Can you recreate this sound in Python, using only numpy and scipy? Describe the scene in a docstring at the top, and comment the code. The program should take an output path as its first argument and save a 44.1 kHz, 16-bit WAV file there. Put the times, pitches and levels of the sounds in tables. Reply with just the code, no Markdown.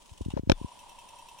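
"""A rotary telephone dial, held in the hand close to a stereo microphone in a quiet room.
It is wound with a light ratcheting, a pawl scraping over teeth, and dull handling bumps.
It meets the finger stop with a sharp double click that rings the hollow housing, then runs back:
the governor's brake throbs, the gears whir and the pulse contacts tick ten times a second."""
import sys
import numpy as np
from scipy import signal
from scipy.fft import rfft, irfft
from scipy.io import wavfile
from scipy.ndimage import uniform_filter1d

SR = 44100
rng = np.random.default_rng(int(sys.argv[2]) if len(sys.argv) > 2 else 0)


def unload_wav(signal):
    """Save mono or channel-first audio to the path in sys.argv[1] as 16-bit WAV at rate SR, clipped to [-1, 1]."""
    wavfile.write(
        sys.argv[1],
        SR,
        np.round(np.clip(np.atleast_2d(signal).T, -1, 1) * 32767).astype(np.int16),
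    )


N = 61739
T = np.arange(N) / SR
FREQS = np.arange(N + 1) * SR / (2 * N)

# likeness of noise on the two sides of the microphone (frequency [Hz], correlation [0-1])
STEREO_LIKENESS = [(100, 0.49), (950, 0.62), (1600, 0.37), (4000, 0.24), (6000, 0.5), (14000, 1)]
# room tone (frequency [Hz], relative level [dB])
ROOM_COLOUR = [(15, 7), (35, 8.5), (70, -24), (200, -32), (500, -9), (2000, -31.5), (9000, -43),
               (15000, -32)]
# pawl scraping each tooth (time [s], hiss level [dB], ring level [dB])
RATCHET_TEETH = [(0.018, -57, -63), (.055, -60.5, -70), (.090, -60.5, -54), (0.129, -62.5, -65),
                 (0.174, -58.5, -61.5), (0.213, -53.5, -54), (0.247, -59, -56), (0.301, -55.5, -46.5),
                 (0.313, -61, -51.5)]
# wheel sliding round (time [s], level [dB])
SLIDE_LEVEL = [(0, -62.5), (.12, -61), (.26, -62.5), (.33, -65.5), (.39, -67.5), (.41, -70.5)]
# hiss of wheel and teeth (frequency [Hz], relative level [dB])
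SCRAPE_COLOUR = [(350, -36), (600, 1.5), (754, -9.5), (988, 5), (1380, -23), (2160, -12), (2980, -2),
                 (4460, -9.5), (6340, -6.5), (9750, -9), (12600, -28.5), (15000, -24)]
# ring of the pawl (frequency [Hz], width [Hz], relative level [dB])
PAWL_MODES = [(863, 250, 2.5), (2840, 700, -1.5), (3660, 220, -3)]
# bumps of the hand (time [s], peak level [dB], softness [time stretch])
HAND_BUMPS = [(0.113, -37.5, 2.6), (0.2089, -24, 0.75), (0.2096, -24, 2.07), (0.2601, -21, 1.17),
              (0.2831, -22.5, 1.04), (0.304, -37, 2.1), (.3368, -20.5, 0.86), (0.3668, -18.5, 0.72),
              (.394, -20, 0.76), (0.4332, -27.5, 0.93), (0.4725, -22.5, 1.04), (.573, -47, 1.3),
              (0.6136, -26, 0.79), (0.6446, -22, 0.98)]
# finger rubbing (time [s], level [dB])
FINGER_LEVEL = [(.31, -61.5), (.34, -54), (.39, -45.5), (.41, -73), (.48, -61.5), (.51, -40.5),
                (.56, -59.5), (.62, -60.5)]
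# finger rub, also the stop's rattle (frequency [Hz], relative level [dB])
RUB_COLOUR = [(300, 11.5), (1200, 1.5), (3500, -4.5), (6000, -8), (10000, -29), (15000, -22)]
# bumps and knocks across the microphone (frequency [Hz], phase lead of the left [rad])
LEFT_LEAD = [(20, 0.3), (60, -0.6), (125, -1.93), (250, -2), (550, -2.5), (1200, -1.5)]
# their extra colouring on the right (frequency [Hz], gain [dB])
RIGHT_COLOUR = [(20, -6), (60, -2.5), (125, -5.5), (300, -1.5), (1000, -1.5)]
# knocks at the finger stop (time [s], thump level [dB], softness [time stretch],
# push direction [sign], housing level [dB], snap level [dB], right gain [dB])
STOP_KNOCKS = [(0.3724, -36, 0.64, 1, -17, -32, -5.5), (0.4965, -5.5, 0.53, 1, -7, -7, 3.5),
               (0.5174, -4.5, 0.52, -1, -22, -5.5, -1.5)]
# hollow ring of the housing (frequency [Hz], width [Hz], relative level [dB])
HOUSING_MODES = [(532, 167, 3.5), (854, 254, -6)]
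# anti-resonances of the housing (frequency [Hz], width [Hz])
HOUSING_NOTCHES = [(450, 144), (1150, 89), (1950, 330), (4900, 470)]
# snap of the stop (frequency [Hz], width [Hz], relative level [dB])
SNAP_MODES = [(1490, 810, 1.5), (2350, 490, 1.5), (3080, 410, 0), (3875, 500, -1.5), (5360, 460, -1.5),
              (7630, 370, -17.5), (9830, 300, -20.5), (11700, 290, -21)]
# governor's ring, overshooting as it spins up, then settling (time [s], pitch [Hz])
GOVERNOR_PITCH = [(.58, 900), (.65, 1005), (.74, 955), (1.4, 956)]
# strength of the brake's throb (time [s], relative level [dB])
BRAKE_LEVEL = [(.6, -6.5), (.66, 2), (.72, -2), (.76, -7.5), (.86, 1.5), (.92, -10.5), (.98, -1),
               (1.09, -7), (1.14, 2), (1.27, -5), (1.33, 0), (1.4, -5.5)]
# broad whir of the gears (frequency [Hz], relative level [dB])
WHIR_COLOUR = [(180, -59), (300, -34), (590, -20.5), (744, -11), (953, -4.5), (1300, -28.5), (2320, -21.5),
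               (2690, -16), (4880, -23), (5760, -25), (9290, -24.5), (11000, -32.5), (15500, -51)]
# resonances of the running gears (frequency [Hz], width [Hz], level [dB])
GEAR_MODES = [(577, 80, -67.5), (985, 160, -62), (3170, 1020, -66), (5677, 130, -72.5), (7450, 480, -74),
              (9250, 170, -69)]
# flicks of the pulse contacts (time [s], level [dB])
CONTACT_TICKS = [(.789, -53), (0.891, -54.5), (0.986, -54), (1.086, -55.5), (1.1854, -55), (1.285, -53.5),
                 (1.385, -52.5)]
# scratch of a contact (frequency [Hz], relative level [dB])
SCRATCH_COLOUR = [(1200, -34), (2800, 0.5), (4000, 0), (4800, -26), (5700, 7), (6600, -9.5), (9200, -2.5),
                  (11000, -8.5), (15000, -15.5)]
# ring of the contact springs (frequency [Hz], relative level [dB], t60 [s])
SPRING_MODES = [(2660, 8, 0.12), (3083, 3, 0.17), (5770, -7, 0.077), (7500, 1, 0.045)]


def undb(db):
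    """Decibels to gain."""
    return 10 ** (np.asarray(db) / 20)


def curve(points, at=T):
    """A (time, value) curve, by default at every sample."""
    return np.interp(at, *np.array(points).T)


def over_hz(points):
    """A (frequency, value) curve at every frequency."""
    hz, value = np.array(points).T
    return np.interp(np.log(FREQS + 1), np.log(hz), value)


def filtered(x, response):
    """Apply a frequency response."""
    return irfft(rfft(x, 2 * N) * response)[..., :N]


def low(hz, q):
    """Two-pole low-pass response."""
    s = 1j * FREQS / hz
    return 1 / (1 + s / q + s * s)


def high(hz, q):
    """Two-pole high-pass response."""
    return low(hz, q) * (1j * FREQS / hz) ** 2


def band(hz, width):
    """Two-pole band-pass response."""
    return low(hz, hz / width) * 1j * FREQS * width / hz ** 2


def resonances(modes):
    """Steep-sided response of damped resonances."""
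    return sum(undb(db) * band(hz, width) ** 2 for hz, width, db in modes)


def noise(response):
    """Coloured stereo noise of rms 1, partly alike left and right."""
    alike = np.clip(over_hz(STEREO_LIKENESS), 0, .99)
    mid = filtered(rng.standard_normal(N), response * np.sqrt(1 + alike))
    side = filtered(rng.standard_normal(N), response * np.sqrt(1 - alike))
    out = np.array([mid + side, mid - side])
    return out / out.std()


def wander(rate_hz):
    """Smooth random wander with spread 1."""
    size = int(SR / rate_hz)
    out = uniform_filter1d(uniform_filter1d(rng.standard_normal(N), size), size)
    return out / out.std()


def placed(x, start, db):
    """A sound moved to its start time, with its peak at db."""
    return np.interp(T - start, T, x, left=0) * undb(db) / np.abs(x).max()


def ring(hz, t60):
    """One mode dying away after a blow."""
    return np.sin(2 * np.pi * hz * T) * np.exp(-np.log(1000) * T / t60)


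def bursts(events, attack_s, decay_s):
    """Envelope with a quick rise and an exponential fall for each (time, level)."""
    return sum(undb(db) * np.clip((T - s) / attack_s, 0, 1)
               * np.exp(-np.maximum(T - s - attack_s, 0) / decay_s) for s, db in events)


def impulse(response):
    """One impulse through a response."""
    return irfft(response)[:N]


def at_microphone(x, right_db=0):
    """Bumps and knocks reach the right side earlier and with little treble."""
    shade = np.abs(low(970, .68)) ** 2 + undb(-31.5)
    right = shade * undb(over_hz(RIGHT_COLOUR) + right_db) * np.exp(-1j * over_hz(LEFT_LEAD))
    return np.array([x, filtered(x, right)])


def room_tone():
    """The quiet room behind the dial: a faint, steady rumble and hush."""
    return undb(-64) * noise(undb(over_hz(ROOM_COLOUR)))


def winding(attack_s=.004, decay_s=.0071, grain_db=1.8):
    """The wheel slides round and the pawl scrapes over one tooth after another."""
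    scrapes = bursts([(s, db) for s, db, _ in RATCHET_TEETH], attack_s, decay_s)
    rings = bursts([(s, db) for s, _, db in RATCHET_TEETH], attack_s, decay_s)
    grain = undb(grain_db * wander(340))
    hiss = noise(undb(over_hz(SCRAPE_COLOUR)) * high(590, 1) ** 2)
    pawl = noise(resonances(PAWL_MODES))
    return grain * ((scrapes + undb(curve(SLIDE_LEVEL))) * hiss + rings * pawl)


def thump(soft):
    """A dull push on the hand-held body; softer pushes last longer."""
    dullness = low(259 / soft, .65) * low(406 / soft, .8) ** 2
    return -impulse(dullness * high(70.3, .94) * high(35.15, 1))


def handling():
    """Soft bumps, a finger rubbing on the left, and the dial rocking in the hand after the stop."""
    bumps = sum(placed(thump(soft), s, db) for s, db, soft in HAND_BUMPS)
    rub = undb(curve(FINGER_LEVEL)) * noise(undb(over_hz(RUB_COLOUR)))[0]
    sway = placed(ring(hz=28.3, t60=.23), start=.521, db=-28)
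    return at_microphone(bumps + rub + sway)


def finger_stop():
    """Each knock thumps the body, rings the hollow housing, snaps the stop and rattles briefly."""
    housing = impulse(resonances(HOUSING_MODES))
    snap = impulse(resonances(SNAP_MODES))
    after_ring = ring(hz=3480, t60=.11)
    rattle = noise(undb(over_hz(RUB_COLOUR)))[0]
    notches = np.prod([1 - band(hz, width) for hz, width in HOUSING_NOTCHES], axis=0)
    top_cut = 1 / (1 + (FREQS / 12500) ** 20)
    out = 0
    for s, thump_db, soft, direction, housing_db, snap_db, right_db in STOP_KNOCKS:
        knock = direction * placed(thump(soft), s, thump_db)
        knock -= placed(housing, s + .000774, housing_db)
        knock -= placed(snap, s + .0008, snap_db)
        knock += placed(after_ring, s, snap_db - 37)
        knock += rattle * bursts([(s, snap_db - 14.5)], attack_s=.0024, decay_s=.0024)
        out += at_microphone(filtered(knock, notches * top_cut), right_db)
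    return out


def gears(brake_rubs, swell_db=.8, flicker_db=.74):
    """The running gears whir, flickering and swelling a little at each rub of the brake."""
    whir = undb(-57.5) * noise(undb(over_hz(WHIR_COLOUR)) * high(487, .9) ** 3)
    for hz, width, db in GEAR_MODES:
        whir += undb(db) * noise(band(hz, width) ** 2)
    return whir * undb(swell_db * brake_rubs + flicker_db * wander(270))


def governor(release_s=.545, run_up_s=.041, turn_s=.0295, rub_s=.004):
    """The brake rubs once a turn, swelling a ring near 1 kHz; the gears whir beneath it."""
    turns = np.arange(-1, 27)
    times = .631 + turn_s * turns + .00002 * turns ** 2  # slowing slightly
    throbs, rubs = 0, 0
    for s in times:
        strength, detune, phase = rng.standard_normal(3)
        rub = np.exp(-.5 * ((T - s) / rub_s) ** 2)
        hz = curve(GOVERNOR_PITCH, at=s) * (1 + .012 * detune)
        throbs += rub * undb(.8 * strength) * np.sin(2 * np.pi * (hz * (T - s) + phase))
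        rubs += rub
    run_up = np.clip((T - release_s) / run_up_s, 0, 1) ** .5
    return run_up * (gears(rubs) + throbs * undb(curve(BRAKE_LEVEL) - 45))


def contacts(attack_s=.0015, grain_db=2):
    """The cam flicks the contact springs: a short scratch and a thin ring."""
    flicks = bursts(CONTACT_TICKS, attack_s, decay_s=.016) * undb(grain_db * wander(900))
    scratch = flicks * noise(undb(over_hz(SCRATCH_COLOUR)) * high(1100, .92))
    springs = sum(undb(db) * ring(hz, t60) for hz, db, t60 in SPRING_MODES)
    return scratch + sum(placed(springs, s + attack_s, db + 5) for s, db in CONTACT_TICKS)


def scene():
    """One digit dialled close to the microphone, over the room tone."""
    return handling() + finger_stop() + winding() + governor() + contacts() + room_tone()


def record(dry, top_hz=15850):
    """The recorder cuts the highest treble steeply."""
    return signal.sosfilt(signal.ellip(10, .1, 90, top_hz, fs=SR, output="sos"), dry)


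dry = scene()
out = record(dry)
unload_wav(out)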